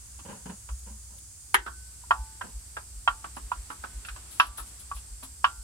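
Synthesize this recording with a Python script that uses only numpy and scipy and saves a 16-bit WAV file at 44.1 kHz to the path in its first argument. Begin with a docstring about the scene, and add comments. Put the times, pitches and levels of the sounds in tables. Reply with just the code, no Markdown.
"""Engine oil drips unevenly into a catch pan under a vehicle. A high hiss, faint outdoor noise and a low
drone run from the start. Ragged splats hit the pan, joined by scuffs, hollow bumps, soft thumps and faint
high ticks. At 1.5 s one drop smacks the bare wall, and the hiss narrows and gains a thin whine. From 2 s
whole drops knock the pan and the underbody throws the knocks back; a limiter ducks briefly under the
loudest. From about 4 s a light, crinkly rustle ticks among the drips."""
import sys
import numpy as np
from scipy import signal
from scipy.fft import rfft, irfft, next_fast_len
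from scipy.io import wavfile
from scipy.ndimage import uniform_filter1d, minimum_filter1d, map_coordinates

SR = 44100
rng = np.random.default_rng(int(sys.argv[2]) if len(sys.argv) > 2 else 0)


def wrap_up_sound(samples):
    """Save the sound to the file named by the first command line argument, as 16-bit audio."""
    columns = np.atleast_2d(samples).T
    # keep every value between -1 and 1, then stretch to whole-number steps
    tamed = np.clip(columns, -1, 1)
    steps = np.round(tamed * 32767).astype(np.int16)
    wavfile.write(sys.argv[1], SR, steps)


N = 248283
TIME = np.arange(N) / SR
AGE = np.arange(SR // 2) / SR  # seconds since a hit

# Stereo width of the noise beds. Each row: frequency in Hz, left-right correlation.
LIKENESS = [(60, 0.92), (130, 0.98), (290, 0.74), (640, 0), (1400, 0.37), (3000, 0.012)]
# EQ of the opening hiss. Each row: frequency in Hz, gain in dB.
BROAD_HISS_EQ = [(1470, -54), (2500, -48), (3220, -22), (3880, -22), (4630, -10.5), (5010, -8), (5370, -10),
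                 (6020, -7), (6760, 0), (7360, -1.5), (9070, -0.5), (12300, -16.5), (13900, -17),
                 (15100, -28), (15800, -17.5)]
# EQ of the narrowed hiss. Each row: frequency in Hz, gain in dB.
NARROW_HISS_EQ = [(1470, -51.5), (2500, -21), (3300, -22), (4000, -15), (4710, -5), (5450, -6), (6920, -3),
                  (7590, 4.5), (7950, 3), (9280, 2), (10200, -9), (11500, -8.5), (13900, -17),
                  (15100, -21.5), (15800, -24.5)]
# EQ of the outdoor bed. Each row: frequency in Hz, gain in dB.
OUTDOOR_EQ = [(76, -26.5), (130, -3), (321, -9.5), (573, -13.5), (771, -11), (948, -11), (1050, -11.5),
              (1550, -11), (1740, -13), (4500, -14.5), (5850, -45), (9900, -120)]
# Fader ride of the outdoor bed. Each row: time in seconds, relative level in dB.
OUTDOOR_RIDE = [(0.0, -61.5), (0.44, -62), (1.35, -65.5), (2.32, -60.5), (2.56, -61.5), (3.12, -62.5),
                (3.23, -58.5), (4.47, -55.5), (5.24, -62.5), (5.63, -62.5)]
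# Fader ride of the drone. Each row: time in seconds, relative level in dB.
DRONE_RIDE = [(0.0, -51), (0.53, -57.5), (0.92, -43.5), (1.29, -58), (1.74, -44.5), (1.93, -52.5),
              (5.3, -52.5), (5.63, -54)]
# EQ of the rumble. Each row: frequency in Hz, gain in dB.
RUMBLE_EQ = [(20, -19), (40, -14.5), (65, 0.5), (85, -5), (100, -5.5), (125, -18.5), (180, -27.5),
             (300, -41.5)]
# Modes of the oil-damped pan, the faint lingering ones last.
# Each row: frequency in Hz, relative level in dB, t60 in seconds, left minus right in dB.
PAN_MODES = [(382, -32, .09, 0), (710, -25, .06, 2), (825, -14, .07, -2), (955, -10, .06, -5),
             (992, -3.5, .08, -6), (1045, -9, .08, -1), (1138, -2, .11, 2), (1240, -10, .09, -1),
             (1305, -10, .1, -2), (1389, -11, .12, 0), (1505, -11, .08, 7), (1615, -11, .07, 5),
             (1847, -21, .1, 0), (2126, -28, .1, -2), (2528, -11, .07, -4), (2660, -16, .06, -2),
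             (2750, -15, .075, -2), (2975, -19, .08, -3), (3172, -16, .08, -5), (3600, -29, .07, -4),
             (4850, -26, .06, -5), (5350, -31, .04, -5), (805, -36, .4, 0), (880, -34, .6, 0),
             (985, -27, .3, 0), (1168, -33, .5, 0), (1384, -36, .45, 0), (1513, -39, .9, 0)]
# EQ of the echoes under the vehicle. Each row: frequency in Hz, gain in dB.
ECHO_EQ = [(100, -42), (250, -27), (350, -24.5), (520, -22), (720, -11.5), (1050, -2.5), (1500, -4),
           (2050, -17), (2700, -11), (3900, -21), (5200, -21.5), (6800, -30.5), (15000, -49.5)]
# Decay of those echoes. Each row: frequency in Hz, t60 in seconds.
ECHO_DECAY = [(200, 0.42), (1100, 0.17), (3000, 0.16), (6000, 0.26), (12000, .06)]
# Ragged splats and a few faint rustling ticks (at 4.049, 4.085, 4.964 and 5.227 s). Each row: start in
# seconds, relative level in dB, tilt from dull to bright in dB, spread of the after-hits in seconds.
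SPLATS_AND_TICKS = [(0.19, -33, -13, .02), (.689, -28, -2.5, .002), (1.663, -14.5, -0.5, .02),
                    (2.411, -18.5, 12, .005), (2.767, -17.5, 2.5, .0085), (3.243, -19.5, -1, .0063),
                    (3.368, -21, -12, .0063), (3.701, -18.5, -3, .016), (3.838, -18.5, -0.5, .0067),
                    (4.049, -39.5, 15.5, .0034), (4.085, -32.5, 18.5, .004), (4.161, -28, -6, .015),
                    (4.581, -20.5, 0.5, .021), (4.964, -38.5, -1, .024), (5.227, -28.5, -6, .024)]
# EQ of their dry slap. Each row: frequency in Hz, gain in dB.
SLAP_EQ = [(150, -30.5), (350, -8.5), (620, 1), (1200, 3), (2200, -8), (3300, -11.5), (6000, -30)]
# Dull scuffs. Each row: start in seconds, level in dB, rise in seconds.
SCUFFS = [(0.246, -46, 0.014), (0.282, -43, 0.027), (0.457, -39, 0.0015), (.494, -42.5, 0.0025),
          (0.859, -52, 0.021), (1.09, -60.5, 0.041), (2.43, -47.5, 0.018)]
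# EQ of the scuffs. Each row: frequency in Hz, gain in dB.
SCUFF_EQ = [(71, -38), (120, -11), (198, 3.5), (316, -13.5), (571, -6), (658, -14.5), (1000, -4.5),
            (1120, -18.5), (1550, -14), (2150, -25.5), (2940, -18.5), (3440, -29), (5000, -29), (6500, -57),
            (11000, -120)]
# Hollow bumps. Each row: start in seconds, level in dB, pitch in Hz.
BUMPS = [(.458, -42, 184.6), (0.904, -47.5, 214), (3.698, -53, 269), (5.227, -51.5, 264)]
# Soft low thumps. Each row: crest in seconds, level in dB.
THUMPS = [(0.731, -27), (1.597, -32.5), (2.214, -29), (2.568, -30), (2.98, -33.5), (3.127, -37),
          (3.454, -33.5), (3.595, -31.5), (3.974, -30.5), (4.131, -35), (4.497, -32.5), (4.623, -35),
          (4.969, -34.5), (5.131, -34.5), (5.605, -35.5)]
# Faint high ticks and a light, crinkly rustle. Each row: start in seconds, level in dB, t60 in seconds.
RUSTLE = [(.789, -50, 0.051), (1.184, -47.5, .042), (3.36, -48.5, 0.11), (3.69, -55, .3),
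          (4.062, -49.5, .15), (4.304, -46.5, 0.38), (4.394, -41.5, 0.25), (4.464, -42, 0.065),
          (4.571, -36.5, 0.17), (4.662, -53.5, 0.32), (4.793, -47.5, .16), (4.945, -48.5, 0.23),
          (5.229, -43, 0.15)]
# EQ of the crinkle. Each row: frequency in Hz, gain in dB.
CRINKLE_EQ = [(2000, -26), (3500, -9.5), (7000, -18), (9300, -7), (10600, 1.5), (12000, -11.5),
              (15500, -19)]
# EQ of the smack's crack. Each row: frequency in Hz, gain in dB.
CRACK_EQ = [(120, -56), (200, -30), (390, -11), (640, -30.5), (953, 1), (1120, -7), (1890, 1.5),
            (2480, -13), (3100, -7.5), (3410, -14.5), (5320, -36.5), (7090, -23), (9000, -42), (11700, -40),
            (19800, -120)]
# Thin tones in the hiss. Each row: frequency in Hz, relative level in dB.
WHINE_TONES = [(7779, -68.5), (8075, -72), (8732, -69)]
# Whole drops. Each row: start in seconds, relative level in dB, treble edge in dB.
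DROPS = [(2.037, -34.5, -13), (2.108, 4.5, -9), (3.076, 3, -4.5), (3.517, -7.5, -6), (4.399, 9.5, 5),
         (4.914, -12.5, -11.5), (5.443, 2, 2.5)]

HISS_NARROWS_S, SMACK_S = 1.56, 1.543
DROP_SPREAD_S = .002  # droplets follow a whole drop this closely


def amp(db):
    """Decibels to gain."""
    return 10 ** (np.asarray(db) / 20)


def unit(x):
    """Scaled to rms 1."""
    return x / np.sqrt(np.mean(x ** 2) + 1e-20)


def along(points, hz):
    """(Hz, value) points read on a log axis."""
    freqs, values = np.transpose(points)
    return np.interp(np.log(hz + 1), np.log(freqs + 1), values)


def ride(points):
    """A fader move through (seconds, dB) points, as gain."""
    return amp(np.interp(TIME, *np.transpose(points)))


def sides(balance_db):
    """Left and right gains; positive leans left."""
    return amp(np.array([[balance_db], [-balance_db]]) / 2)


def add(track, start, sound):
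    """Mix a sound in at start seconds."""
    part = track[:, round(start * SR):][:, :sound.shape[1]]
    part += sound[:, :part.shape[1]]


def fade(t, t60):
    """A decay of 60 dB in t60 seconds."""
    return amp(-60 * t / t60)


def wobble(rate):
    """A smooth random curve with rate knots a second."""
    return map_coordinates(rng.standard_normal(int(N * rate / SR) + 4), [TIME * rate / SR])


def grain(depth_db, rate):
    """A random gain that changes rate times a second."""
    return amp(depth_db * wobble(rate))


def noise(eq):
    """Coloured stereo noise of rms 1, centred in the bass and wide in the treble."""
    size = next_fast_len(N)
    hz = np.fft.rfftfreq(size, 1 / SR)
    width = np.arccos(np.clip(along(LIKENESS, hz), -1, 1)) / 2
    spectrum = rfft(rng.standard_normal((2, size))) * amp(along(eq, hz))
    mid, side = irfft(spectrum * [np.cos(width), np.sin(width)], size)[:, :N]
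    return unit(np.array([mid + side, mid - side]))


def coloured(x, eq, size=32768):
    """A short sound through a minimum-phase EQ, which keeps its attack clean."""
    cepstrum = irfft(np.log(amp(along(eq, np.fft.rfftfreq(size, 1 / SR)))))
    cepstrum[1:size // 2] *= 2
    cepstrum[size // 2 + 1:] = 0
    return irfft(rfft(x, size) * np.exp(rfft(cepstrum)))[:, :x.shape[1]]


def bursts(rows):
    """One envelope from (start, peak dB, rise, t60) bursts, with times in seconds."""
    envelope = np.zeros((1, N))
    for start, db, rise, t60 in rows:
        shape = (1 - np.exp(-AGE / rise)) * fade(AGE, t60)
        add(envelope, start, amp(db) * shape[None] / shape.max())
    return envelope


def narrowing():
    """A 50 ms ramp from 0 to 1 where the hiss narrows."""
    return np.clip((TIME - HISS_NARROWS_S) / .05, 0, 1)


def hiss():
    """A high hiss crossfades from broad to narrow at a steady level."""
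    turn = narrowing() * np.pi / 2
    blend = np.cos(turn) * noise(BROAD_HISS_EQ) + np.sin(turn) * noise(NARROW_HISS_EQ)
    return amp(-48.5) * sides(-1.5) * blend


def outdoors():
    """A faint, fluttering bed of outdoor noise."""
    return amp(-0.25) * ride(OUTDOOR_RIDE) * grain(depth_db=2.2, rate=11) * noise(OUTDOOR_EQ)


def drone(centre_hz=61.5, wander_hz=6):
    """A low tone wanders in pitch and level."""
    hz = centre_hz + wander_hz * wobble(rate=7)
    tone = np.sin(2 * np.pi * np.cumsum(hz) / SR)
    return amp(-0.7) * ride(DRONE_RIDE) * unit(grain(depth_db=3, rate=6) * tone)


def rumble():
    """Bass noise surges gently under the drone."""
    return amp(-53.5) * grain(depth_db=2, rate=7) * noise(RUMBLE_EQ)


def pan_ring(attack_s=0.0008, right_lag_s=0.00013, scatter_db=6.5, detune=0.0013, radiate_hz=647):
    """One blow starts all the pan's modes together, each with its own place left to right."""
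    t = np.array([AGE, np.maximum(AGE - right_lag_s, 0)])
    chance = rng.standard_normal((len(PAN_MODES), 2))
    ring = 0
    for (hz, db, t60, lean_db), (louder, sharper) in zip(PAN_MODES, chance):
        tone = np.sin(2 * np.pi * hz * t * (1 + detune * sharper))
        ring += sides(lean_db) * amp(db + scatter_db * louder) * fade(t, t60) * tone
    small_panel = signal.butter(2, radiate_hz, "highpass", fs=SR, output="sos")  # radiates little bass
    return unit(signal.sosfilt(small_panel, ring * (1 - np.exp(-t / attack_s))))


def underbody(eq, build_s):
    """Dense reflections between ground and chassis; the bass hangs on longest."""
    hz, _, bands = signal.stft(rng.standard_normal((2, len(AGE))), SR, nperseg=256)
    t = np.linspace(0, AGE[-1], bands.shape[-1])
    decay = fade(t, along(ECHO_DECAY, hz)[:, None])
    tail = signal.istft(bands * decay, SR, nperseg=256)[1][:, :len(AGE)]
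    return unit(coloured(tail * (1 - np.exp(-AGE / build_s)), eq))


def punch(boost_db=7.5, life_s=0.0086):
    """The first cycles of a knock arrive straight from the pan and stand above its ringing."""
    return 1 + amp(boost_db) * np.exp(-AGE / life_s)


def pan_hit(spread_s, thud_db, clang_db, edge_db, sizzle_db, ring_db, after_hits=5):
    """One knock on the pan, with a few lighter hits following within spread_s."""
    breakup = min(spread_s * 35, .7)  # a ragged hit rings less cleanly and has heavier after-hits
    ring = amp(ring_db) * pan_ring()
    echo = (amp(-7) + breakup) * sides(0.5) * underbody(ECHO_EQ, build_s=0.0015)
    knock = punch() * (ring + echo)
    hit = knock.copy()
    for late in rng.random(after_hits):
        add(hit, late * spread_s, breakup * (1 - late / 2) * rng.choice([-1, 1]) * knock)
    scoop_db = (clang_db + edge_db) / 2 - 4.5  # the pan answers weakly between clang and edge
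    eq = [(330, thud_db), (510, thud_db / 3 - 8), (700, -2.5), (1080, 0), (1550, clang_db),
          (2160, scoop_db), (2800, edge_db), (5500, sizzle_db), (9000, min(sizzle_db, 0))]
    return amp(-32) * coloured(unit(hit), eq)


def splats_and_ticks(typical_db=-17):
    """Ragged splats and a few faint rustling ticks: dry slaps with little ring, sharper when quieter."""
    out = np.zeros((2, N))
    for start, db, tilt_db, spread_s in SPLATS_AND_TICKS:
        thud_db, clang_db = 9.5 - tilt_db, 3 + 0.9 * tilt_db
        edge_db = -7 + .3 * tilt_db + 0.99 * (typical_db - db)
        knock = pan_hit(spread_s, thud_db, clang_db, edge_db, sizzle_db=edge_db, ring_db=-5.5)
        slap = coloured(rng.standard_normal((2, len(AGE))) * fade(AGE, t60=0.11), SLAP_EQ)
        add(out, start, amp(db) * (amp(-0.5) * knock + amp(-10) * slap))
    return out * sides(-2.4)


def scuffs(abrupt_t60=0.16, linger=4.8):
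    """Brief gritty rubbing close by; slower strokes linger longer."""
    envelope = bursts([(start, db, rise, abrupt_t60 + linger * rise) for start, db, rise in SCUFFS])
    return envelope * unit(noise(SCUFF_EQ) * grain(depth_db=3, rate=250))


def bumps(rise_s=.004, t60=0.21):
    """Soft hollow knocks that hum for a moment."""
    return sum(bursts([(start, db, rise_s, t60)]) * np.sin(2 * np.pi * hz * (TIME - start))
               for start, db, hz in BUMPS)


def thumps(width_s=0.024, typical_hz=53.5, typical_db=-31.5):
    """Soft bass pulses of a few cycles; stronger ones sit a little higher."""
    out = np.zeros(N)
    for crest, db in THUMPS:
        hz = typical_hz + (db - typical_db)  # 1 Hz for each dB
        t = TIME - crest
        out += amp(db) * np.exp(-(t / width_s) ** 2) * np.sin(2 * np.pi * hz * t)
    return out


def rustle(drop_db=-54, drop_t60=.07, rise_share=.035):
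    """Faint high ticks and a light, crinkly rustle; the same crinkle tops the smack and whole drops."""
    on_drops = [(start, db + drop_db, drop_t60) for start, db, _ in DROPS]
    on_smack = (SMACK_S, -17, .0007, .053)
    rows = [(start, db, rise_share * t60, t60) for start, db, t60 in RUSTLE + on_drops]
    crinkle = unit(noise(CRINKLE_EQ) * grain(depth_db=10, rate=1100))
    return bursts(rows + [on_smack]) * crinkle * sides(6)


def smack(wall_hz=1513):
    """One drop cracks on the bare wall, knocks the pan and leaves a single tone ringing."""
    out = np.zeros((2, N))
    crack = unit(punch(boost_db=16, life_s=0.014) * underbody(CRACK_EQ, build_s=0.00052))
    knock = pan_hit(DROP_SPREAD_S, thud_db=8, clang_db=5.5, edge_db=-2, sizzle_db=5, ring_db=-4)
    wall = fade(AGE, t60=0.91) * np.sin(2 * np.pi * wall_hz * AGE)
    add(out, SMACK_S, amp(-24) * crack + amp(-8.5) * knock + amp(-43.5) * wall)
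    return out


def whine():
    """Thin wavering tones sit in the hiss once it has narrowed."""
    tones = 0
    for hz, db in WHINE_TONES:
        phase_drift = rng.random((2, 1)) + grain(depth_db=1.5, rate=10)
        tones += amp(db - 1) * grain(depth_db=3, rate=8) * np.sin(2 * np.pi * (hz * TIME + phase_drift))
    return tones * narrowing()


def drops():
    """Whole drops ring the pan cleanly; sharper landings clang more."""
    out = np.zeros((2, N))
    for start, db, edge_db in DROPS:
        knock = pan_hit(DROP_SPREAD_S, thud_db=-1, clang_db=0.5 * edge_db - 0.5, edge_db=edge_db,
                        sizzle_db=edge_db - 6.5, ring_db=1)  # the oil damps the highest modes
        add(out, start, amp(db) * knock)
    return out * sides(-2.24)


def scene():
    """The stereo mix: dripping oil up front, small noises and steady beds behind."""
    hits = drops() + splats_and_ticks() + smack()
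    small_noises = rustle() + scuffs() + bumps() + thumps()
    return hits + small_noises + drone() + rumble() + hiss() + outdoors() + whine()


def record(dry, ceiling_db=-1.5, release_db_per_s=28, smooth_samples=90, top_hz=15850):
    """A limiter ducks under the loudest drops, then a steep low-pass trims the top."""
    over_db = np.maximum(20 * np.log10(np.abs(dry).max(0) + 1e-9) - ceiling_db, 0)
    recovery_db = release_db_per_s * TIME
    duck_db = np.maximum.accumulate(over_db + recovery_db) - recovery_db
    gain = uniform_filter1d(minimum_filter1d(amp(-duck_db), smooth_samples), smooth_samples)
    size = next_fast_len(N + SR // 2)
    passband = np.fft.rfftfreq(size, 1 / SR) < top_hz
    return irfft(rfft(dry * gain, size) * passband, size)[:, :N]


dry = scene()
out = record(dry)
wrap_up_sound(out)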